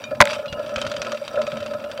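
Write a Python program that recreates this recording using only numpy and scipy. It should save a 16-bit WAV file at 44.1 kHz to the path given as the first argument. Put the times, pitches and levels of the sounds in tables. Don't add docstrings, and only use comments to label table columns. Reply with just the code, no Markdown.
import sys
import numpy as np
from scipy import signal
from scipy.io import wavfile

SR = 44100
rng = np.random.default_rng(int(sys.argv[2]) if len(sys.argv) > 2 else 0)


def level_to_linear(level):
    exponent = np.asarray(level, float) / 20
    return 10 ** exponent


def wrap_up_sound(samples):
    columns = np.atleast_2d(samples).T
    tamed = np.clip(columns, -1, 1)
    steps = np.round(tamed * 32767).astype(np.int16)
    wavfile.write(sys.argv[1], SR, steps)


N = 88200

# start in seconds, drive level in dB, centre of the ring in Hz, crack level in dB.
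JOLT_BLOWS = [(0.204, 17.5, 1525, -34), (0.2056, 18, 970, -41), (0.2134, 10, 2180, 1),
              (0.2164, 4.5, 1920, -19.5), (0.2209, 12.5, 1650, -18), (0.226, -13, 2200, -20),
              (0.2398, -14.5, 2200, -63), (0.2547, -6.5, 2150, -16), (0.273, -4, 2200, -26)]
# frequency in Hz, relative level in dB, 60 dB decay in seconds.
BODY_MODES = [(745, -10.5, 0.078), (850, -7, 0.021), (997, 6.5, 0.024), (1325, -2.5, 0.018),
              (1466, 7.5, 0.0094), (1710, 4.5, 0.0082), (1975, 2.5, 0.013), (2200, 2, 0.013),
              (2478, -6, 0.029), (3670, 12, 0.0043)]
# frequency in Hz, level in dB, 60 dB decay in seconds.
ROCKING_MODES = [(111.5, -11, 0.073), (212.3, -13.5, 0.11), (587.6, -2.5, 0.11), (863, -31, 0.75)]
# time in seconds, hum level in dB.
TRAIL_ROUGHNESS = [(0, -37.5), (.19, -39), (.25, -24.5), (.36, -32), (.45, -27.5), (.5, -37.5), (.6, -25.5),
                   (.67, -34), (.73, -27), (.85, -27), (.9, -32.5), (.96, -31), (1.07, -27), (1.19, -35),
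                   (1.27, -38.5), (1.33, -28), (1.415, -23), (1.45, -31), (1.58, -30), (1.69, -36.5),
                   (1.76, -32.5), (1.8, -34.5), (1.9, -34), (2, -30.5)]
# start in seconds, drive level in dB.
TRAIL_BUMPS = [(0.028, -39), (0.111, -16), (0.124, -16.5), (0.277, -20), (0.316, -21.5), (0.387, -17.5),
               (.452, -21.5), (0.528, -21), (0.574, -21.5), (0.692, -21), (.718, -23), (0.809, -22),
               (.94, -19.5), (1.025, -18.5), (1.059, -19), (1.142, -20), (1.212, -23), (1.374, -10),
               (1.471, -19), (1.539, -49), (1.566, -18), (1.62, -19.5), (1.656, -20.5), (1.709, -19),
               (1.745, -20.5), (1.837, -21.5), (1.895, -20), (1.945, -35)]
# frequency in Hz, relative level in dB, 60 dB decay in seconds.
CLAMP_MODES = [(560.3, -1, 0.056), (600.9, 2.5, 0.078), (625.6, 0, 0.024), (1022, -23.5, 0.15),
               (1286, -12.5, 0.084), (1412, -11, 0.04), (1704, -17, 0.05)]
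# start in seconds, drive level in dB, pitch of the struck spot in Hz.
CHAIN_SLAPS = [(0.109, -30.5, 2400), (0.15, -28, 2400), (0.2988, -20, 3070), (0.306, -21.5, 2700),
               (0.3322, -15.5, 1990), (0.3544, -24.5, 2510), (0.3924, -30, 2700), (0.4586, -24, 2680),
               (0.5272, -21, 2680), (0.5942, -29, 2850), (0.663, -28, 2860), (0.6932, -26.5, 2480),
               (0.7604, -15.5, 2460), (0.7818, -23, 3000), (0.8159, -15, 3050), (0.8499, -24.5, 3400),
               (0.8662, -15.5, 3630), (0.9155, -17, 3670), (0.9397, -25.5, 3200), (0.9652, -19.5, 3380),
               (1.0179, -14.5, 2380), (1.048, -21, 2300), (1.068, -22, 2560), (1.0984, -44, 3140),
               (1.1196, -17.5, 2770), (1.1454, -25, 2700), (1.1727, -25.5, 2730), (1.2789, -20.5, 3000),
               (1.3578, -25.5, 3150), (1.417, -19, 3120), (1.4676, -19.5, 2340), (1.5189, -23, 3160),
               (1.5708, -25.5, 3130), (1.6032, -24, 2600), (1.628, -27.5, 3080), (1.6398, -34, 3080),
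               (1.6622, -21.5, 3100), (1.678, -33.5, 2840), (1.7102, -34.5, 3000), (1.7365, -24.5, 1790),
               (1.8008, -29.5, 2460), (1.8412, -27.5, 2520), (1.915, -23, 3260), (1.9764, -25.5, 3120)]
# frequency in Hz, relative level in dB, 60 dB decay in seconds.
FRAME_TUBES = [(2346, -15.5, 0.045), (2513, -3.5, 0.026), (2700, -1, 0.021), (3097, 0, 0.026),
               (3385, -4.5, 0.024), (3728, -7.5, 0.046), (4690, 1.5, 0.035), (5760, -3.5, .02)]
# time in seconds, level in dB before the mix gains.
CHATTER_LEVEL = [(0, -50.5), (.19, -58.5), (.27, -43.5), (.295, -35), (.35, -39), (.4, -47), (.44, -55),
                 (.72, -52), (.8, -45.5), (1.1, -48), (1.22, -48.5), (1.45, -50), (1.68, -50.5),
                 (1.8, -53.5), (2, -52)]
# frequency in Hz, relative level in dB per Hz.
CHATTER_SPECTRUM = [(710, -88), (1200, 1.5), (1310, 1), (1530, -0.5), (2620, -1), (4310, -10.5),
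                    (6500, -17), (15000, -66)]
# start in seconds, drive level in dB.
LONG_SPOKE_PINGS = [(.0398, -34)]
# frequency in Hz, relative level in dB, 60 dB decay in seconds.
LONG_SPOKE_MODES = [(1500, 6.5, 0.016), (2422, 1, 0.3), (3040, -1.5, 0.08), (3730, 1, 0.11),
                    (4620, -6, 0.07), (5800, 1, 0.027), (6810, -12.5, 0.09)]
# start in seconds, drive level in dB.
SHORT_SPOKE_PINGS = [(.4813, -38), (1.8587, -48)]
# frequency in Hz, relative level in dB, 60 dB decay in seconds.
SHORT_SPOKE_MODES = [(2856, 1, 0.45), (3370, 0, 0.06), (4080, -1.5, 0.1), (4900, -7, 0.05)]
# time in seconds, level in dB.
RUMBLE_LEVEL = [(0, -49.5), (.15, -37.5), (.5, -51.5), (.62, -44.5), (.72, -43), (.92, -37.5),
                (1.25, -51.5), (1.45, -41.5), (1.6, -40.5), (2, -51)]
# frequency in Hz, relative level in dB, 60 dB decay in seconds.
TYRE_MODES = [(92, 2.5, 0.055), (130, 4, 0.044), (224, -1, 0.45), (271, 4.5, 0.044)]
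# frequency in Hz, relative level in dB per Hz.
FLOOR_SPECTRUM = [(25, -12.5), (200, -8), (380, -12), (800, -3), (1300, -59), (1900, -30), (3000, -28),
                  (7000, -33), (16000, -30)]

BLOW_WIDTH_OCT, JOLT_CRACK_T60_S = 0.66, 0.0039
GRIT_PER_S, GRIT_SPREAD_DB = 360, 2.5
BUMP_LOW_HZ, BUMP_HIGH_HZ, BUMP_EDGE_DB = 444, 773, -4
LINKS_S, LINK_LOSS_DB, LINK_CUT_HZ = 0.0016, 5, 10000
SLAP_T60_S, SLAP_TAIL_DB = 0.011, -6
SLAP_LOW_DB, CRACK_DB, TREBLE_DB, TREBLE_GROWS = -9.5, -17.5, -23.5, 0.91
FRAME_DB, STRIKE_WIDTH_OCT, TUBE_SPREAD_DB = -10.5, 0.39, 3
CHATTER_PER_S, CHATTER_CLUMP_DB = 1500, 2.5
SPOKE_FLUTTER_DB = 2.5
LUMPS_PER_S, LUMP_SPREAD_DB = 300, 2.5
FLOOR_DB, FLOOR_PATCHY_DB = -42, -5
MIC_LOW_HZ, CLIP_TOP = 83.6, 1.0


def jolt():
    s, db, centre_hz, crack_db = np.transpose(JOLT_BLOWS)
    body = 0
    for k, (hz, level_db, t60) in enumerate(BODY_MODES):
        off_centre = np.log2(hz / centre_hz) / BLOW_WIDTH_OCT
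        blow_db = db + level_db - 13.5 - 5.24 * off_centre ** 2
        body = body + ring(clicks(s, (-1) ** k * level_to_linear(blow_db)), hz, t60)
    body = band(body, 613, 5900)
    rocking = sum(ring(clicks(s[:1], level_to_linear(level_db)), hz, t60) for hz, level_db, t60 in ROCKING_MODES)
    crack_noise = rms_one(band(rng.standard_normal(N), 2080, 6200))
    cracks = dying(clicks(s, level_to_linear(crack_db)), JOLT_CRACK_T60_S) * crack_noise
    return body + rocking + cracks


def clamp():
    grit = grains(GRIT_PER_S, GRIT_SPREAD_DB)
    hum = rms_one(band(struck(grit, CLAMP_MODES), 344, 1510))
    s, drive_db = np.transpose(TRAIL_BUMPS)
    push = clicks(s, level_to_linear(drive_db))
    edge = level_to_linear(BUMP_EDGE_DB) * band(push, 1000, 2130)
    knocks = band(push, BUMP_LOW_HZ, BUMP_HIGH_HZ) + edge
    return hum * level_to_linear(in_time(TRAIL_ROUGHNESS)) + struck(knocks, CLAMP_MODES)


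def chain():
    s, db, centre_hz = np.transpose(CHAIN_SLAPS)
    link = np.arange(4)
    at = (s[:, None] + LINKS_S * link * rng.uniform(.4, 2.4, (len(s), 4))).ravel()

    def links(slap_db):
        return clicks(at, level_to_linear((slap_db[:, None] - LINK_LOSS_DB * link).ravel()))

    treble_db = TREBLE_DB + TREBLE_GROWS * (db - db.mean())
    out = 0
    for low_hz, high_hz, own_db, t60 in [(1150, 1580, SLAP_LOW_DB, 0.43 * SLAP_T60_S),
                                         (1980, 4400, CRACK_DB, SLAP_T60_S),
                                         (4900, 6600, treble_db, 0.37 * SLAP_T60_S)]:
        hits = links(db + own_db)
        envelope = dying(hits, t60) + level_to_linear(SLAP_TAIL_DB) * dying(hits, 5 * t60)
        out = out + envelope * rms_one(band(rng.standard_normal(N), low_hz, high_hz))

    spread_db = TUBE_SPREAD_DB * rng.normal(0, 1, (len(s), len(FRAME_TUBES)))
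    for k, (hz, level_db, t60) in enumerate(FRAME_TUBES):
        near_db = np.maximum(-6 * (np.log2(hz / centre_hz) / STRIKE_WIDTH_OCT) ** 2, -16)
        out = out + ring(links(db + near_db + spread_db[:, k] + level_db + FRAME_DB), hz, t60)
    return signal.sosfilt(signal.butter(2, LINK_CUT_HZ, fs=SR, output="sos"), out)


def chatter():
    ticks = grains(CHATTER_PER_S * level_to_linear(CHATTER_CLUMP_DB * drift(25)), 3.0)
    dry_ticks = coloured([ticks, ticks], CHATTER_SPECTRUM, patchy_db=4.0)
    dealt = rng.integers(len(FRAME_TUBES), size=N)
    rung = 0
    for k, (hz, db, t60) in enumerate(FRAME_TUBES):
        own_ticks = ticks * (dealt == k) * level_to_linear(2.5 * drift(6.8)) + 1e-18
        rung = rung + level_to_linear(db) * ring(own_ticks, hz, t60)
    return level_to_linear(in_time(CHATTER_LEVEL)) * (1.3 * dry_ticks + 0.96 * rms_one(rung))


def spokes():
    out = 0
    for pings, modes in [(LONG_SPOKE_PINGS, LONG_SPOKE_MODES), (SHORT_SPOKE_PINGS, SHORT_SPOKE_MODES)]:
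        s, db = np.transpose(pings)
        out = out + struck(clicks(s, level_to_linear(db)), modes)
    return out * level_to_linear(SPOKE_FLUTTER_DB * drift(51))


def rumble():
    thumps = band(grains(LUMPS_PER_S, LUMP_SPREAD_DB), 33, 290)
    return level_to_linear(in_time(RUMBLE_LEVEL)) * rms_one(struck(thumps, TYRE_MODES))


def floor():
    return level_to_linear(FLOOR_DB) * coloured(rng.standard_normal((2, N)), FLOOR_SPECTRUM, FLOOR_PATCHY_DB)


def struck(x, modes):
    return sum((-1) ** k * level_to_linear(db) * ring(x, hz, t60) for k, (hz, db, t60) in enumerate(modes))


def ring(x, hz, t60):
    r, w = level_to_linear(-60 / (t60 * SR)), 2 * np.pi * hz / SR
    return signal.lfilter([0, np.sin(w)], [1, -2 * r * np.cos(w), r * r], x)


def dying(x, t60):
    return signal.lfilter([1], [1, -level_to_linear(-60 / (t60 * SR))], x)


def clicks(s, size):
    out = np.zeros(N)
    np.add.at(out, np.minimum((np.asarray(s) * SR).astype(int), N - 1), size)
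    return out + 1e-18


def grains(per_s, spread_db):
    sizes = level_to_linear(spread_db * np.minimum(rng.exponential(1, N), 5)) * rng.choice([-1, 1], N)
    return sizes * (rng.random(N) < per_s / SR) + 1e-18


def coloured(source, spectrum, patchy_db):
    hz_points, db_points = np.transpose(spectrum)
    together = drift(13.0)
    edges = 22 * 2 ** np.arange(0, 10, .5)
    out = 0
    for k, (low, high) in enumerate(zip(edges, edges[1:])):
        db = np.interp(np.log(low * high) / 2, np.log(hz_points), db_points)
        flicker_db = patchy_db * (400 / high) ** 0.45 * (0.4 * together + drift(43))
        out = out + level_to_linear(db + flicker_db) * band(source[k % 2], low, high)
    return rms_one(out)


def drift(rate):
    r = np.exp(-80 * np.pi * rate / SR)
    steps = rng.standard_normal(N // 40 + 2002)
    slow = signal.lfilter([1], [1, -2 * r, r * r], steps)[2000:]
    return np.interp(np.arange(N) / 40, np.arange(len(slow)), rms_one(slow))


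def band(x, low_hz, high_hz):
    sos = signal.butter(2, [low_hz, min(high_hz, .45 * SR)], "band", fs=SR, output="sos")
    return signal.sosfilt(sos, x)


def in_time(rows):
    s, db = np.transpose(rows)
    return np.interp(np.arange(N) / SR, s, db)


def rms_one(x):
    return x / np.sqrt(np.mean(x ** 2) + 1e-20)


def scene():
    return (jolt() + clamp() + chain() + chatter() + spokes() + rumble() + floor())[None]


def band_limit(x):
    return signal.sosfilt(signal.butter(12, 16390, fs=SR, output="sos"), x)


def record(dry):
    heard = signal.sosfilt(signal.butter(2, MIC_LOW_HZ, "high", fs=SR, output="sos"), dry)
    return band_limit(np.clip(heard, -CLIP_TOP, CLIP_TOP))


dry = scene()
out = record(dry)
wrap_up_sound(out)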